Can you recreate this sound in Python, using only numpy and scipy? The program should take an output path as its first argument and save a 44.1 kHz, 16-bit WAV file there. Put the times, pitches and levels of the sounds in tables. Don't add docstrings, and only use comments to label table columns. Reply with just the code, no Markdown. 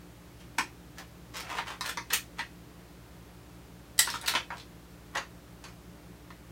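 import sys
import numpy as np
from scipy import signal
from scipy.fft import rfft, irfft, next_fast_len
from scipy.io import wavfile
from scipy.ndimage import map_coordinates

SR = 44100
rng = np.random.default_rng(int(sys.argv[2]) if len(sys.argv) > 2 else 0)


def digitize_waveform(pressure):
    field = np.atleast_2d(pressure).T
    bounded = np.clip(field, -1, 1)
    quanta = np.round(bounded * 32767).astype(np.int16)
    wavfile.write(sys.argv[1], SR, quanta)


N = 287266

# lower edge in Hz, upper edge in Hz.
BANDS = [(150, 2000), (2000, 6000), (6000, 16000)]


def bolt_snaps():
    # start in s, relative knock, clack and treble levels in dB, contact time in s, pitch in Hz.
    snap_rows = [(3.979, -48, -43, -39.5, 0.0013, 8000), (3.99, -29, -21.5, -23, 0.00088, 3800),
                 (3.992, -22, -25, -14.5, 0.0012, 8400), (4.1005, -53, -34, -37.5, 0.0013, 4460),
                 (4.2128, -55, -44, -42, 0.00086, 10000)]
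    # frequency in Hz, relative density in dB per Hz.
    bolt_colour = [(200, -31), (450, -26.5), (700, -14), (1140, -12), (1340, -15), (1550, -12), (1900, 3),
                   (2300, -10.5), (3600, 4.5), (6000, -3.5), (7000, -12), (7950, -2.5), (10300, -7.5),
                   (15500, -13)]
    # frequency in Hz, mean relative level in dB, t60 in s.
    bolt_modes = [(1375, -2, 0.17), (1695, -4, 0.096), (1890, -1, .16), (1870, -12, 0.17), (3780, 2, 0.11),
                  (4780, 3, 0.13), (5712, -10.5, .12), (8000, 6, 0.11), (7700, -10, .13), (7930, -23, 0.13),
                  (8200, -3, .14), (8573, -6, .11), (8540, -6, .11)]
    return blows(snap_rows, bolt_colour, bolt_modes,
                 level_db=24, ring_db=-12.5, wet_db=2.5, rough=0.63, spot_db=2.5)


def stock_clacks():
    # start in s, relative knock, clack and treble levels in dB, contact time in s, pitch in Hz.
    clack_rows = [(.5812, -41, -44, -54, 0.00089, 1900), (.5838, -24.5, -32, -34, .0011, 984),
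                  (1.577, -50, -43, -63, .0012, 1290), (1.584, -31.5, -38.5, -61, 0.00096, 714),
                  (1.671, -42, -51, -61, 0.00097, 1400), (1.809, -35, -36, -40, 0.00076, 1020),
                  (1.972, -33, -38.5, -45, 0.0012, 1110), (2.102, -40, -37, -46, 0.0024, 1590),
                  (2.391, -33.5, -34.5, -50, 0.0015, 1730), (4.0735, -31.5, -47, -51, 0.00078, 1310),
                  (4.139, -32.5, -46, -55, 0.0011, 1420), (4.338, -32, -47, -48, 0.00072, 1500),
                  (4.351, -28.5, -26.5, -42.5, 0.001, 3170), (4.5035, -35, -51.5, -66, 0.0014, 970),
                  (5.1515, -35, -39, -47, 0.0014, 1860), (5.1705, -37, -36.5, -43, 0.0018, 6860),
                  (5.639, -52.5, -49.5, -51.5, 0.0016, 4420), (5.683, -56, -60, -62, 0.0013, 1300),
                  (6.303, -47.5, -55.5, -72, 0.0012, 700)]
    # frequency in Hz, relative density in dB per Hz.
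    stock_colour = [(150, -19), (300, -7), (420, -13.5), (680, -10.5), (830, -3), (980, 2.5), (1150, 1),
                    (1370, -1.5), (1580, -4.5), (1850, -3.5), (2500, -5.5), (3900, -4.5), (6000, -15.5),
                    (10000, -23), (16000, -37)]
    # frequency in Hz, mean relative level in dB, t60 in s.
    stock_modes = [(844, -8.5, 0.083), (944, 4, 0.19), (1015, 3, 0.11), (1082, -10, 0.11), (1372, 0, 0.11),
                   (1493, 1, 0.095), (1813, 2, 0.14), (2190, -11, 0.18), (2554, -7.5, 0.3),
                   (3270, -22, 0.1), (4090, -6, 0.093), (5370, -22, 0.13)]
    return blows(clack_rows, stock_colour, stock_modes,
                 level_db=28, ring_db=-6.5, wet_db=4.5, rough=0.52, spot_db=2.5)


def sear_catches():
    # start in s, relative knock, clack and treble levels in dB, contact time in s, pitch in Hz.
    catch_rows = [(.983, -43, -47, -47.5, 0.001, 5350), (1.367, -52, -43.5, -41.5, 0.0011, 5500),
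                  (1.402, -44, -53, -45, 0.0017, 5400), (1.859, -41, -38.5, -40.5, .001, 3400),
                  (1.889, -39, -39.5, -38, 0.0028, 3400), (2.1305, -29.5, -32, -32, 0.0013, 4650),
                  (2.1335, -31.5, -28, -23, 0.0014, 1910), (4.261, -51, -34.5, -42, 0.00064, 4100),
                  (4.2765, -35.5, -29, -30.5, 0.0017, 1000), (4.281, -35, -27.5, -32.5, .001, 4100),
                  (4.598, -70, -45.5, -67, 0.00069, 3930)]
    # frequency in Hz, relative density in dB per Hz.
    sear_colour = [(120, -29), (200, -13), (231, -28), (283, -19), (497, -17.5), (575, -16), (1350, -3.5),
                   (1590, -5), (1950, -5), (3070, 1), (4100, 3), (6020, -8.5), (15500, -11)]
    # frequency in Hz, mean relative level in dB, t60 in s.
    sear_modes = [(1328, 14, 0.087), (1870, -4, .18), (2030, -10, .18), (2960, -14, 0.26), (4100, -5, 0.12),
                  (4160, 2, 0.15), (4160, -7, .16), (4700, -12, .15), (4900, 5, 0.093), (5260, -17, .14),
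                  (8280, 9, .14)]
    return blows(catch_rows, sear_colour, sear_modes,
                 level_db=26.0, ring_db=-16.5, wet_db=6.0, rough=0.26, spot_db=1)


def blows(rows, spectrum, modes, level_db, ring_db, wet_db, rough, spot_db):
    track = np.zeros(N)
    t = np.arange(SR // 2) / SR
    mode_hz, mode_db, t60_s = np.transpose(modes)[:, :, None]
    for start_s, *levels_db, contact_s, pitch_hz in rows:
        u = t / max(contact_s, 1e-4)
        grains = rng.standard_normal(len(t)) * np.exp(rough * rng.standard_normal(len(t)))
        chatter = grains * u * np.exp(-u)
        knock = resonant(coloured(chatter, spectrum), pitch_hz, spot_db, q=6.1)
        knock = norm(in_room(knock, wet_db))

        scatter_db = 2 * rng.standard_normal(t60_s.shape)
        strength = amp(mode_db + scatter_db - 60 * t / t60_s)
        phase = 2 * np.pi * (mode_hz * t + rng.random(t60_s.shape))
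        ring = np.sum(strength * np.sin(phase), axis=0) * (1 - np.exp(-u))
        blow = knock + amp(ring_db) * norm(ring)
        for db, edges_hz in zip(levels_db, BANDS):
            add(track, start_s, amp(db + level_db) * norm(band(blow, edges_hz, order=4)))
    return track


def sliding(slips_per_s=450, spread_db=5, hiss_db=-12, wet_db=2, sleeve_db=-1,
            clack_db=-4, clack_share=0.69, usual_db=-12):
    # start in s, length in s, relative level in dB, swell over the push in dB,
    # sharpness in dB, sleeve pitch in Hz.
    strokes = [(.405, 0.013, -57, -4, 0, 3120), (.98, 0.022, -47, 2, -11, 700),
               (1.349, .06, -42.5, -3.5, -3.5, 5400), (1.432, 0.043, -44.5, 5, -13, 2500),
               (1.497, 0.096, -35, 1, -12.5, 960), (1.673, 0.046, -37, -1.5, -11, 1100),
               (1.844, 0.05, -39, 1, -5.5, 1600), (2.106, 0.022, -39, 11.5, -7, 1810),
               (2.39, 0.013, -39, -7, -9, 1370), (4.04, 0.11, -44.5, 1, 4.5, 4220),
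               (4.23, .02, -40, -4, -12, 4220), (4.279, 0.04, -35, -10, -4, 1590),
               (4.349, 0.024, -31.5, -7, -11.5, 1600), (4.519, 0.023, -41, -1, -22, 930),
               (4.576, 0.019, -51, -3, 1, 4000), (5.157, 0.029, -33.5, -8.5, -24, 1110),
               (5.646, .012, -49, -5, -10, 1320)]
    # frequency in Hz, relative density in dB per Hz.
    rub_colour = [(150, -22), (300, -17), (450, -9.5), (680, -8), (950, -5), (1800, -7), (2300, -4),
                  (3300, 0.5), (4400, -7.5), (6500, -17.5), (9500, -23.5), (12000, -28.5), (15500, -30)]
    track = np.zeros(N)
    t = np.arange(-SR // 10, SR // 2) / SR
    for start_s, length_s, db, swell_db, sharp_db, pitch_hz in strokes:
        sizes_db = spread_db * rng.standard_normal(len(t)).clip(-2, 1)
        sizes = rng.choice([-1, 1], len(t)) * amp(sizes_db)
        slips = sizes * (rng.random(len(t)) < slips_per_s / SR)
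        hiss = amp(hiss_db) * rng.standard_normal(len(t))
        rub = coloured(unit(slips) + hiss, rub_colour)
        rub = resonant(rub, pitch_hz, sleeve_db, q=2.9)
        knock, clack, rasp = (unit(band(rub, edges_hz)) for edges_hz in BANDS)
        force = amp(db + push_db(t, length_s, swell_db))
        clack_gain = amp(clack_db + clack_share * (sharp_db - usual_db))
        scrape = force * (knock + clack_gain * clack + amp(sharp_db) * rasp)
        add(track, start_s + t[0], in_room(scrape, wet_db) / np.hypot(1, amp(wet_db)))
    return track


def push_db(t, length_s, swell_db):
    fade_db, grip_s, release_s = 20, 0.018, 0.042
    press_db = swell_db * (np.clip(t / length_s, 0, 1) - .5)
    before = np.maximum(-t, 0) / grip_s
    after = np.maximum(t - length_s, 0) / release_s
    return press_db - fade_db * (before + after)


def in_room(x, wet_db, gap_s=0.0011, treble_db=-3.0, size=256):
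    # frequency in Hz, t60 in s.
    room_t60 = [(300, 0.24), (800, 0.15), (2000, 0.2), (5500, 0.2), (14600, 0.17)]
    hz, t, z = signal.stft(rng.standard_normal(SR // 2), SR, nperseg=size)
    decay = amp(-60 * t / along(room_t60, hz)[:, None])
    tail = signal.istft(z * decay, SR, nperseg=size)[1]
    build_up = 1 - np.exp(-np.arange(len(tail)) / SR / gap_s)
    tail = coloured(norm(tail * build_up), [(3000, 0), (9000, treble_db)])
    return x + amp(wet_db) * signal.fftconvolve(x, tail)[:len(x)]


def fan(air_db=-54.5, hum_db=0, waver_db=0.3, drift_rad=0.2):
    # frequency in Hz, mean rms level in dB.
    hum_lines = [(57.5, -58.5), (69.1, -62), (115.0, -60.5), (120.2, -65.5), (152.5, -67.5), (172.5, -60.5),
                 (177.6, -61.5), (287.5, -72.5), (297.7, -62.5), (343.1, -71.5), (360.4, -69.5),
                 (580.1, -77.5)]
    # frequency in Hz, relative density in dB per Hz.
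    air_colour = [(20, -23), (35, -17), (59, -10), (90, -9.5), (160, -5), (240, -9.5), (330, -9.5),
                  (410, -10.5), (650, -14.5), (1020, -17), (1800, -20.5), (2420, -23), (9810, -31.5),
                  (15500, -32)]
    t = np.arange(N) / SR
    hum = np.zeros(N)
    for hz, db in hum_lines:
        level = amp(db + waver_db * wobble(2.99))
        phase = 2 * np.pi * (hz * t + rng.random()) + drift_rad * wobble(2.0)
        hum += level * np.sin(phase)
    air = unit(coloured(rng.standard_normal(N), air_colour, size=8192))
    return amp(hum_db) * np.sqrt(2) * hum + amp(air_db) * air


def amp(db):
    return 10 ** (np.asarray(db) / 20)


def unit(x):
    return x / np.sqrt(np.mean(x ** 2) + 1e-20)


def norm(x):
    return x / np.sqrt(np.sum(x ** 2) + 1e-20)


def along(points, hz):
    point_hz, value = np.transpose(points)
    return np.interp(np.log(hz + 1), np.log(point_hz + 1), value)


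def wobble(knots_per_s):
    knots = rng.standard_normal(int(N * knots_per_s / SR) + 4)
    return map_coordinates(knots, [np.arange(N) * knots_per_s / SR])


def add(track, start_s, sound):
    part = track[round(start_s * SR):][:len(sound)]
    part += sound[:len(part)]


def coloured(x, spectrum, size=2048):
    gain = amp(along(spectrum, np.fft.rfftfreq(size, 1 / SR)))
    cepstrum = irfft(np.log(gain + 1e-6))
    fold = np.r_[1, np.full(size // 2 - 1, 2), 1, np.zeros(size // 2 - 1)]
    impulse = irfft(np.exp(rfft(cepstrum * fold)))
    return signal.fftconvolve(x, impulse)[:len(x)]


def band(x, edges_hz, order=3):
    return signal.sosfilt(signal.butter(order, edges_hz, "bandpass", fs=SR, output="sos"), x)


def resonant(x, hz, boost_db, q):
    return x + amp(boost_db) * signal.lfilter(*signal.iirpeak(hz, q, fs=SR), x)


def scene():
    return (bolt_snaps() + stock_clacks() + sear_catches() + amp(-2) * sliding() + fan())[None]


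def record(dry):
    top_hz = 15850
    size = next_fast_len(N + SR // 2)
    kept = np.fft.rfftfreq(size, 1 / SR) < top_hz
    return irfft(rfft(dry, size) * kept, size)[:, :N]


dry = scene()
out = record(dry)
digitize_waveform(out)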